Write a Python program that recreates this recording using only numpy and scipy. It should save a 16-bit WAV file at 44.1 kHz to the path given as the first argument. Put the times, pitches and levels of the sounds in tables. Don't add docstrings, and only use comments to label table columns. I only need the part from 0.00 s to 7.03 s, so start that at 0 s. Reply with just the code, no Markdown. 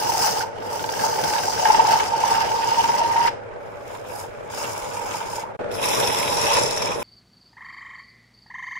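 import sys
import numpy as np
from scipy import signal
from scipy.fft import rfft, irfft, next_fast_len
from scipy.io import wavfile
from scipy.ndimage import uniform_filter1d, map_coordinates

SR = 44100
rng = np.random.default_rng(int(sys.argv[2]) if len(sys.argv) > 2 else 0)


def master(y):
    cut = np.clip(np.atleast_2d(y).T, -1, 1)
    pcm = np.round(cut * 32767)
    wavfile.write(sys.argv[1], SR, pcm.astype(np.int16))


def undo_db(level):
    steps = np.asarray(level, float) / 20
    return 10 ** steps


N = 310023
T = np.arange(N) / SR
HZ = np.fft.rfftfreq(next_fast_len(N), 1 / SR)

PASS_ENDS = 3.4, 5.58
PASS = np.searchsorted(PASS_ENDS, T)

# time_s, edge_pressure_db, hook_grip_db
PUSH_ENTRY = [(0.0, -30, -18), (0.15, -29.5, -20.5), (0.21, -24.5, -16), (0.274, -25, -14.5),
              (0.344, -31, -19.5), (0.419, -29.5, -22), (0.474, -59, -27), (0.519, -58, -36)]
PUSH_BUILD = [(0.673, -45, -24.5), (0.753, -35, -23.5), (0.873, -38, -28.5), (1.053, -27.5, -17),
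              (1.117, -33, -22), (1.3, -28, -16.5), (1.537, -31, -21), (1.706, -27, -11), (1.831, -33, -14)]
PUSH_HEAVY = [(1.911, -26.5, -10.5), (2.12, -38, -20.5), (2.33, -29, -14.5), (2.499, -36, -18),
              (2.849, -31, -18), (3.103, -37, -17), (3.278, -33, -16), (3.322, -66, -34), (3.4, -71, -47)]
PUSH_FEEL = [(3.845, -58.5, -47), (3.875, -53.5, -45), (3.95, -50, -38.5), (4.026, -58.5, -50),
             (4.1, -48, -40), (4.2, -42.5, -36), (4.25, -51, -36), (4.3, -60.5, -63), (4.49, -58, -42)]
PUSH_SKIM = [(4.515, -40.5, -43), (4.6, -35.5, -34.5), (4.834, -41, -35.5), (5.073, -41, -34),
             (5.153, -35, -32), (5.253, -45, -35), (5.358, -36.5, -40), (5.43, -44.5, -35),
             (5.465, -74, -39)]
PUSH_NEAR = [(5.7, -79, -57), (5.715, -43, -44), (5.805, -39.5, -33), (5.83, -28, -29), (6.301, -29, -29.5),
             (6.565, -24, -25), (6.69, -29.5, -36.5), (6.93, -35, -33), (6.974, -44, -36),
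             (7.029, -40, -37)]
HAND = PUSH_ENTRY + PUSH_BUILD + PUSH_HEAVY + PUSH_FEEL + PUSH_SKIM + PUSH_NEAR
# start_s, wall_scrape_db, fine_spray_db, spray_drift_db_per_s, ring_fall_s
SEATS = [
    (0, -8, -5.5, -8, 0.0074),
    (0.5, -7.5, -5.5, -4.5, 0.0072),
    (1.87, -3.5, -11.5, 1, 0.006),
    (2.479, -4.5, -11, -1.5, 0.014),
    (3.4, -1.5, 1, -0.5, 0.0062),
    (4.48, 1, -5, -2, 0.0042),
    (5.58, 0, -0.5, -11.5, 0.0061),
    (6.96, -2, -5, 53, 0.0065),
]
SCRAPE_FROM_GRIP, SCRAPE_IDLE_DB = 0.38, -46
LIFT_DB, SPRAY_DRIES = -47, 0.73

# time_s, pitch_hz
RING = [(0, 898), (1.7, 892), (2.3, 903), (3.3, 928), (3.5, 900), (5.5, 905), (5.7, 890), (7, 900)]
# start_s, peak_db, length (times the seat's ring fall)
RINGS_DEEP = [(0.065, -20, 0.91), (0.093, -12.5, 1.4), (0.142, -17.5, 2), (0.236, -22, 1.1),
              (0.271, -21.5, 1.2), (0.37, -20, 0.84), (0.434, -18, 1.1), (0.756, -22, 1.1),
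              (0.841, -17.5, 1.3), (0.89, -19.5, 1.2), (0.992, -22, 1.7), (1.037, -10.5, 1.3),
              (1.125, -18, 1.7), (1.182, -16.5, 2.1), (1.287, -23, 0.97), (1.344, -21, 0.99),
              (1.355, -15, 0.57), (1.386, -19, 0.63), (1.433, -35, 1.1), (1.481, -15, 1.2),
              (1.596, -15, 0.98), (1.629, -27, 1), (1.654, -7, 1.7), (1.701, -1.5, 1.3), (1.744, -4.5, 1),
              (1.794, -1.5, 1.7), (1.829, -34, 0.82), (1.849, -9.5, 1.15), (1.895, -12, 1.5),
              (1.935, -4.5, 1.2), (2.001, -13, 1.7), (2.118, -16, 1.5), (2.135, -10.5, 2),
              (2.189, -17, 0.79), (2.215, -28, 0.84), (2.236, -6, 0.83), (2.285, -12, 0.87),
              (2.314, -9.5, 2.3), (2.363, -16, 1.1), (2.382, -10, 0.69), (2.411, -11, 0.91),
              (2.475, -19, 1), (2.512, -17, 2.3), (2.63, -19, 1.2), (2.673, -18, 1.9), (2.716, -10.5, 1.15),
              (2.769, -15.5, 2), (2.785, -9, 1.5), (2.84, -12, 0.74), (2.89, -11.5, 1.35), (2.94, -15, 1.6),
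              (2.987, -16.5, 1.5), (3.014, -10, 0.7), (3.045, -14, 1.6), (3.102, -18, 2.6),
              (3.158, -11, 0.96), (3.178, -9, 0.6), (3.202, -13.5, 1.3), (3.249, -12, 1.1),
              (3.275, -10, 0.69)]
RINGS_LIGHT = [(4.506, -27, 1.2), (4.536, -25, 1.2), (4.582, -25, 0.91), (4.614, -23, 1.2),
               (4.653, -34, 1.2), (4.702, -31, 1), (4.746, -27, 1.2), (4.776, -25, 1.2), (4.854, -40, 1),
               (4.922, -32, 1.2), (4.971, -20, 1.2), (5.023, -27, 1.2), (5.146, -25, 1.9),
               (5.212, -20, 1.2), (5.263, -31, 1.2), (5.286, -24.5, 1.3), (5.333, -20, 1.2),
               (5.367, -26, 1.2), (5.382, -19, 1.3), (5.436, -22, 1.5)]
RINGS_NEAR = [(5.815, -28, 0.86), (5.884, -25, 0.75), (5.912, -20, 1.2), (5.934, -31, 1.2),
              (5.978, -31, 1.2), (6.013, -20, 0.97), (6.12, -24, 1.2), (6.147, -20, 1.1), (6.178, -25, 1),
              (6.225, -37, 1.1), (6.257, -27, 1.1), (6.399, -27, 1.1), (6.482, -20, 1.3),
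              (6.504, -15, 0.92), (6.573, -13.5, 2.6), (6.627, -19, 1.2), (6.723, -22.5, 1.3),
              (6.823, -30, 1.2), (6.901, -33, 0.87), (6.92, -26, 1.2)]
SWELL_DB = 3.5
# start_s, strength_db, knock_db (relative)
BITES = [(0.093, -9.5, -33), (0.27, -17, 0), (0.349, -17, -8), (0.371, -13, -9), (1.037, -9.5, -18),
         (1.125, -17.5, -25), (1.344, -17, -14), (1.595, -14, -7), (1.653, -2.5, -12.5),
         (1.701, -0.5, -13.5), (1.744, -2, -11), (1.776, -8, -11), (1.797, 5, -18), (1.85, -4, -15),
         (1.894, -7, -29), (1.936, -6, -21), (1.998, -8, -8), (2.118, -12, -27), (2.136, -12, -32),
         (2.41, -15, -5), (2.51, -14, -23), (2.629, -11, -9), (2.716, -2, -22), (2.769, -10, -18),
         (3.017, -14, -28), (3.248, -6, -26), (3.273, -5, -6.5), (4.535, -23, -7), (5.146, -27, -10),
         (5.706, -27, -9), (6.504, -12.5, -5), (6.575, -7.5, -9)]
# start_s, end_s, strength_db (of knock and sag), chip_db, chip_hz
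RUNS = [(0.142, 0.25, -15, -32, 5000), (2.233, 2.4, -16, -44, 2840), (2.204, 2.38, -19, -34, 2840),
        (2.691, 2.86, -14.5, -25, 2900), (2.887, 3.06, -9.5, -31, 2800), (2.914, 3.13, -13.5, -28, 2010),
        (3.132, 3.24, -15, -21, 1900), (3.16, 3.22, -4, -21, 1900), (5.878, 6.2, -36, -22.5, 3440),
        (6.367, 6.47, -29, -20, 5400), (6.659, 6.72, -19, -17, 5320), (6.77, 6.83, -20, -16.5, 5540),
        (6.819, 6.93, -30, -22.5, 2380), (6.819, 6.93, -32, -21, 1220)]
RUN_KNOCK_DB, UNEVEN_DB, UNEVEN_S = -15, 0.4, 0.0014
LUCK = rng.standard_normal((len(RUNS), 12, 3))
TURNS_PER_S = 20.65
SAG_PER_DB, SAG_FROM_DB = 0.045, -20
# times_a_turn, depth_db, place_turns
GRAIN = [(1, 0.83, 0.75), (2, 0.63, 0.56), (3, 0, 0.17)]

# centre_hz, width_hz, level_db
MODES_DEEP = [(1570, 93, -5.5), (2235, 35, -9.5), (2840, 610, -9), (5020, 110, -4.5), (6000, 90, -6),
              (9120, 83, -9)]
MODES_LIGHT = [(2280, 300, -10), (2700, 59, -11), (5100, 360, -16), (6400, 130, -7), (6920, 130, -3)]
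MODES_NEAR = [(2550, 53, -5), (3380, 210, -8), (3830, 200, -6), (5280, 230, -1.5), (5700, 81, -1),
              (6690, 180, -9.5), (7440, 230, -11.5), (9780, 260, -8.5), (11500, 300, -15),
              (14300, 640, -16)]
# freq_hz, density_db (per Hz)
BED_DEEP = [(710, -72), (1200, -4), (1570, -6.5), (2100, -9), (2870, -26), (3790, -13), (5130, 0.5),
            (7640, -12), (9270, -15.5), (12100, -15.5), (15000, -9), (15700, -16.5)]
BED_LIGHT = [(710, -23), (1200, -2), (1590, -4), (1790, -14), (2240, -11.5), (4460, -12), (5130, -0.5),
             (5900, -8), (15700, -20)]
BED_NEAR = [(710, -7), (1200, -11.5), (1680, -8), (2550, -4.5), (4510, -28), (5350, -16), (6160, -21),
            (9890, -15.5), (14400, -24), (15700, -38)]
PATCHY_DB = 1.6
WAVER, WAVERS_PER_S = 0.005, 9
# start_s, peak_db, centre_hz
CHIPS = [(0.3172, -21, 5000), (0.4058, -19, 1490), (1.0276, -18, 1580), (1.6527, -13.5, 1630),
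         (1.9042, -14, 1510), (2.0009, -18, 1650), (2.802, -17, 2960), (3.1116, -21.5, 1990),
         (3.2587, -16.5, 1930), (5.5927, -48, 1490), (5.708, -41, 5300), (5.712, -34, 3500),
         (5.74, -26, 5160), (5.8217, -25, 3400), (6.033, -16.5, 3520), (6.5308, -15, 5400),
         (6.565, -18, 5160), (7.022, -22, 2350), (4.535, -35, 1600), (5.146, -32, 1500), (6.726, -27, 6800),
         (6.59, -22, 6700)]
# start_s, peak_db, centre_hz, snap_db (relative)
TICKS = [(0.695, -33, 1580, -11), (0.744, -36, 1570, -7), (0.7933, -25.5, 1440, -9),
         (0.84, -24.5, 1590, -6.5), (0.89, -26.5, 1530, -4), (0.9358, -27.5, 1620, -8),
         (0.9931, -25, 1620, -12), (1.1393, -30, 1590, -3), (1.1874, -34, 1610, -14),
         (1.237, -24.5, 1560, -3.5), (1.2845, -26, 1520, -17), (1.3347, -20, 1540, -12),
         (1.362, -27, 1650, -5), (1.382, -24, 1600, -4), (1.4341, -24, 1570, -13),
         (1.5764, -22.5, 1570, -13)]

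# centre_hz, width_hz, level_db
HOLLOW = [(478, 60, -.5), (578, 20, 1), (825, 35, -4)]
# freq_hz, density_db (per Hz)
HUM = [(180, -60), (300, -27), (473, 0), (675, 1), (824, -17), (1010, -12.5), (1460, -9.5), (9000, -58),
       (11700, -92), (19800, -120)]
# freq_hz, density_db (per Hz)
RUMBLE = [(12, -40), (20, -18), (65, -14), (75, -4.5), (92, -7), (107, 1), (162, -4.5), (304, -5.5),
          (360, -3), (470, 0.5), (790, -120)]
# pitch_hz, level_db
TONE = (104, -48.5)
# hum_db, rumble_db
IDLE = [(-36, -46), (-38, -49), (-31.5, -44)]
HUM_PER_LOAD, RUMBLE_PER_LOAD, LOAD_LAG_S = 0.14, 0.39, 0.038
# time_s, hum_db, rumble_db
JOLTS = [
    (1.045, 4.5, 1),
    (1.2, 3.5, 3.5),
    (1.8, 3.5, 5.5),
    (2.88, -0.5, 1),
    (5.64, 1.5, 3.5),
    (6.01, 3.5, 2.5),
    (6.62, 4.5, 0),
    (7.02, -2.5, 6),
]
JOLT_S = 0.069
# start_s, end_s, level_db
DUST = (3.6, 4.3, -66)

# fade_start_s, silent_s, return_s, gap_db
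SPLICE = (5.561, 5.569, 5.5905, -36)
# start_s, end_s, level_db
GAP_NOISE = (5.555, 5.6, -76)
# freq_hz, lean_db
LEAN = [(60, -3), (130, -1), (290, 2.5), (640, -0.5), (1410, -1.5), (3100, -2), (6820, 2.5), (15000, -2)]
EDGE_HZ = 15750
DROPPED = (.11, .14, .36)
WHIM = (.6, .6, 2.2)


def shank(swells):
    hz = curve(RING, 1)
    phase = 2 * np.pi * np.cumsum(hz + 9 * wander(50)) / SR
    apart = np.pi / 4 * np.tanh(6 * wander(7)) + 0.15 * wander(30)
    held = undo_db(grip_db() - 7.5 + grain_db() + 2.5 * wander(70))
    blur = np.choose(PASS, [0.06, 0.5, 0.7])
    centre = np.choose(PASS, [0.93, 0.98, 1.04]) + 0.045 * wander(15)
    level = np.hypot(0.68 * swells, np.sqrt(1 - blur) * held)
    ring = level * np.sin(phase + np.array([apart, -apart]))
    drive = tearing(0.9, 40, 1)
    skirt = evened(resonate(resonate(drive, centre * hz, 196), centre * hz, 226))
    return ring + undo_db(grip_db() + 4.5) * np.sqrt(blur) * skirt


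def bite_swells(rise=0.0044, knock=0.0056):
    power, t = np.zeros((2, N)), np.arange(2500) / SR
    for s, db, length in RINGS_DEEP + RINGS_LIGHT + RINGS_NEAR:
        fall = seat(4, s) * max(length, 0.3)
        attack = np.sin(np.pi / 2 * np.minimum(t / rise, 1)) ** 2
        swell = undo_db(db + SWELL_DB) * attack * np.exp(-(np.maximum(t - rise, 0) / fall) ** 2.7)
        add(power[:1], s - 0.0015, swell[None] ** 2)
    for s, db, knock_db in BITES + [(s, db, RUN_KNOCK_DB) for s, db, _, _ in turns()]:
        thud = undo_db(db + knock_db - 9.5) * t / knock * np.exp(1 - t / knock)
        add(power[1:], s - 0.0015, thud[None] ** 2)
    return np.sqrt(power)


def turns():
    rows = []
    for (start, end, strength_db, chip_db, hz), luck in zip(RUNS, LUCK):
        speed = TURNS_PER_S - SAG_PER_DB * max(strength_db - SAG_FROM_DB, 0)
        for s, (late, ring, chip) in zip(np.arange(start, end, 1 / speed), luck):
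            rows.append((s + UNEVEN_S * late, strength_db + UNEVEN_DB * ring, chip_db + UNEVEN_DB * chip, hz))
    return rows


def shavings(knocks):
    wall_band = above(720) - above(4020)
    edge_band = above(3780) - above(9500)
    spray_band = above(8500)
    edge, fresh = tearing(0.84, 150, 0.16), rng.standard_normal((2, N))
    wall = tearing(1.3, 100, 1)
    pressure, scrape_level, spray = undo_db(pressure_db()), undo_db(scrape_db() - 1), undo_db(spray_db())
    lifted = 1 - undo_db(np.clip(pressure_db() - scrape_db() + 8, -14, 0))
    out = np.zeros((2, N))
    holds = [(MODES_DEEP, BED_DEEP), (MODES_LIGHT, BED_LIGHT), (MODES_NEAR, BED_NEAR)]
    for k, (modes, bed) in enumerate(holds):
        colour = tool_colour(modes, bed)
        hiss = coloured(edge, colour * edge_band) + spray * coloured(edge, colour * spray_band)
        rub = coloured(wall, colour * wall_band)
        rub = rub - lifted * filtered(rub, above(2500))
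        scrape = scrape_level * rub + knocks * coloured(fresh, colour * wall_band)
        out += (PASS == k) * (pressure * hiss + scrape)
    return out


def pressure_db():
    return curve(HAND, 1)


def grip_db():
    return curve(HAND, 2)


def scrape_db():
    pressure = pressure_db()
    rub = pressure + SCRAPE_FROM_GRIP * (grip_db() - pressure) + uniform_filter1d(seat(1), size=2000)
    return 10 * np.log10(undo_db(2 * rub) + undo_db(2 * SCRAPE_IDLE_DB))


def spray_db():
    drift = seat(3) * (T - seat(0))
    return seat(2) + drift + SPRAY_DRIES * np.minimum(pressure_db() - LIFT_DB, 0)


def seat(column, t=T):
    rows = np.array(SEATS)
    return rows[np.searchsorted(rows[:, 0], t, "right") - 1, column]


def grain_db():
    return sum(db * np.cos(2 * np.pi * k * (TURNS_PER_S * T - place)) for k, db, place in GRAIN)


def tearing(flicker_db, fibres_per_s, fibre_db):
    strength = undo_db(fibre_db * np.minimum(rng.exponential(1, N), 4))
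    snaps = (rng.random(N) < fibres_per_s / SR) * strength
    snaps = signal.lfilter([1], [1, -0.985], snaps)
    swell = undo_db(grain_db() + flicker_db * wander(70))
    return rng.standard_normal((2, N)) * swell * (1 + snaps)


def tool_colour(modes, bed, bed_db=-3):
    peaks = sum(undo_db(db) ** 2 / (1 + (2 * (HZ - hz) / width) ** 2) for hz, width, db in modes)
    return np.sqrt(peaks + (undo_db(bed_db) * read(bed)) ** 2)


def patchy(x):
    z = signal.stft(x, SR, nperseg=512)[2]
    field = uniform_filter1d(rng.standard_normal(z.shape[1:]), size=6, axis=0)
    field = uniform_filter1d(field, size=9, axis=1)
    return signal.istft(z * undo_db(PATCHY_DB * evened(field)), SR, nperseg=512)[1][:, :N]


def wavering(x, share):
    speed = share * coloured(rng.standard_normal(N), (HZ < WAVERS_PER_S) * (HZ > 1.5))
    at = np.arange(N) + np.cumsum(speed)
    return np.array([map_coordinates(side, [at], order=3, mode="mirror") for side in x])


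def chips(length=0.0037):
    out, t = np.zeros((2, N)), np.arange(900) / SR
    every = CHIPS + [(s, db, hz) for s, _, db, hz in turns()]
    for s, db, hz in every:
        noise = rng.standard_normal((2, 900))
        puff = evened(resonate(noise, hz + 0 * t, 0.043 * hz)) + 0.2 * noise
        add(out, s, undo_db(db - 7.5) * puff * t / length * np.exp(1 - t / length))
    return out


def ticks(ring_s=0.0047, snap_s=0.0019):
    ring, snap, t = np.zeros((2, N)), np.zeros((2, N)), np.arange(1500) / SR
    for (s, db, hz, snap_db), luck in zip(TICKS, rng.random((len(TICKS), 2, 1))):
        envelope = undo_db(db + 4) * np.minimum(t / 0.0011, 1) * np.exp(-t / ring_s)
        add(ring, s, envelope * np.sin(2 * np.pi * (hz * t + luck)))
        add(snap, s, undo_db(db + snap_db + 2.5) * np.ones((2, 1)) * t / snap_s * np.exp(1 - t / snap_s))
    return ring + snap * coloured(rng.standard_normal((2, N)), above(1900) - above(4600))


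def machine():
    bearings = tearing(0.8, 20, 1)
    hum = wavering(coloured(bearings, tool_colour(HOLLOW, HUM, -6)), WAVER)
    rumble = coloured(rng.standard_normal((2, N)), read(RUMBLE) * above(55)) * undo_db(2.2 * wander(28))
    ground = coloured(rng.standard_normal((2, N)), read(RUMBLE) * (1 - above(59))) * undo_db(2.9 * wander(28))
    tone_hz = TONE[0] + 7 * np.array([wander(16), wander(18)])
    tone = undo_db(TONE[1] + 4.7 * wander(18)) * np.sin(2 * np.pi * np.cumsum(tone_hz, axis=1) / SR)
    hum_db, rumble_db = strain(0), strain(1)
    return undo_db(hum_db + 3) * hum + undo_db(rumble_db + 3.5) * rumble + undo_db(0.5 * rumble_db - 32.5) * ground + tone


def strain(column):
    load_db = uniform_filter1d(scrape_db() - SCRAPE_IDLE_DB, round(LOAD_LAG_S * SR))
    jolts = sum(row[1 + column] * np.exp(-((T - row[0]) / JOLT_S) ** 2) for row in JOLTS)
    return np.array(IDLE)[PASS, column] + [HUM_PER_LOAD, RUMBLE_PER_LOAD][column] * load_db + jolts


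def dust():
    start, end, db = DUST
    fall = np.interp(T, [start - 0.08, start + 0.08, end, end + 0.1], [0, 1, 1, 0])
    return undo_db(db) * fall * coloured(rng.standard_normal((2, N)), above(6500))


def workshop(x, t60=0.3, wet_db=-12):
    t = np.arange(SR // 3) / SR
    tail = rng.standard_normal((2, len(t))) * undo_db(-60 * t / t60) * (t > 0.006)
    return x + undo_db(wet_db) * signal.fftconvolve(x, tail / np.linalg.norm(tail[0]), axes=1)[:, :N]


def thinned(x, from_hz=10000):
    hz, t, z = signal.stft(x, SR, nperseg=1024, noverlap=768)
    power = uniform_filter1d((abs(z) ** 2).mean(0, keepdims=True), size=9, axis=2)
    share_of_all = uniform_filter1d(power, size=5, axis=1) / (power.sum(1, keepdims=True) + 1e-12)
    under = np.log(share_of_all + 1e-20)
    whim = np.kron(rng.standard_normal((65, len(t) // 8 + 1)), np.ones((8, 8)))[:len(hz), :len(t)]
    whim = (whim - 1.2 * (hz > 14800)[:, None]) * (hz > 12050)[:, None]
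    treble, which = (hz > from_hz) & (hz < EDGE_HZ), np.searchsorted(PASS_ENDS, t)
    under = under + np.array(WHIM)[which] * whim
    faint = under[:, treble]
    limit = np.array([np.quantile(faint[:, :, which == k], share) for k, share in enumerate(DROPPED)])
    kept = (under > limit[which]) | ~treble[:, None]
    valley = (hz > 2900) & (hz < 4900)
    depth = under - np.median(under[:, valley], axis=1, keepdims=True)
    kept &= (depth > np.quantile(depth[:, valley], 0.01)) | ~valley[:, None]
    return signal.istft(z * kept, SR, nperseg=1024, noverlap=768)[1][:, :N]


def resonate(x, hz, width):
    turn, r = np.exp(2j * np.pi * np.cumsum(hz) / SR), np.exp(-np.pi * width / SR)
    return 2 * (turn * signal.lfilter([1 - r], [1, -r], x / turn)).real


def wander(hz):
    return coloured(rng.standard_normal(N), (HZ < hz) * (HZ > 3) / np.sqrt(HZ + 8))


def above(hz):
    return 1 / (1 + (hz / (HZ + 1)) ** 12)


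def read(points):
    f, db = np.transpose(points)
    return undo_db(np.interp(np.log(HZ + 1), np.log(f + 1), db))


def filtered(x, gain):
    return irfft(rfft(x, next_fast_len(N)) * gain, next_fast_len(N))[..., :N]


def evened(x):
    return x / np.sqrt(np.mean(x ** 2) + 1e-20)


def coloured(x, gain):
    return evened(filtered(x, gain))


def curve(rows, column):
    rows = np.array(rows)
    return np.interp(T, rows[:, 0], rows[:, column])


def add(mix, s, sound):
    part = mix[:, max(round(s * SR), 0):][:, :sound.shape[1]]
    part += sound[:, :part.shape[1]]


def scene():
    swells, knocks = bite_swells()
    cutting = patchy(wavering(shavings(knocks), WAVER))
    tool = shank(swells) + cutting + chips() + ticks()
    return workshop(tool) + machine() + dust()


def band_limit(x):
    return signal.sosfilt(signal.butter(12, 16470, fs=SR, output="sos"), x)


def record(dry):
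    fade, silent, back, gap_db = SPLICE
    gap_gain = undo_db(gap_db)
    gate = np.interp(T, [fade, silent, back, back + 0.001], [1, gap_gain, gap_gain, 1])
    start, end, gap_noise_db = GAP_NOISE
    gap_noise = coloured(rng.standard_normal((2, N)), 1 - above(13000))
    gap_noise = undo_db(gap_noise_db) * (T > start) * (T < end) * gap_noise
    rounded = 0.86 * np.tanh(dry / 0.98) * gate + gap_noise
    lean = np.sqrt(read(LEAN))
    leaned = filtered(rounded, np.array([lean, 1 / lean]) * (HZ < EDGE_HZ))
    return band_limit(thinned(leaned))


dry = scene()
out = record(dry)
master(out)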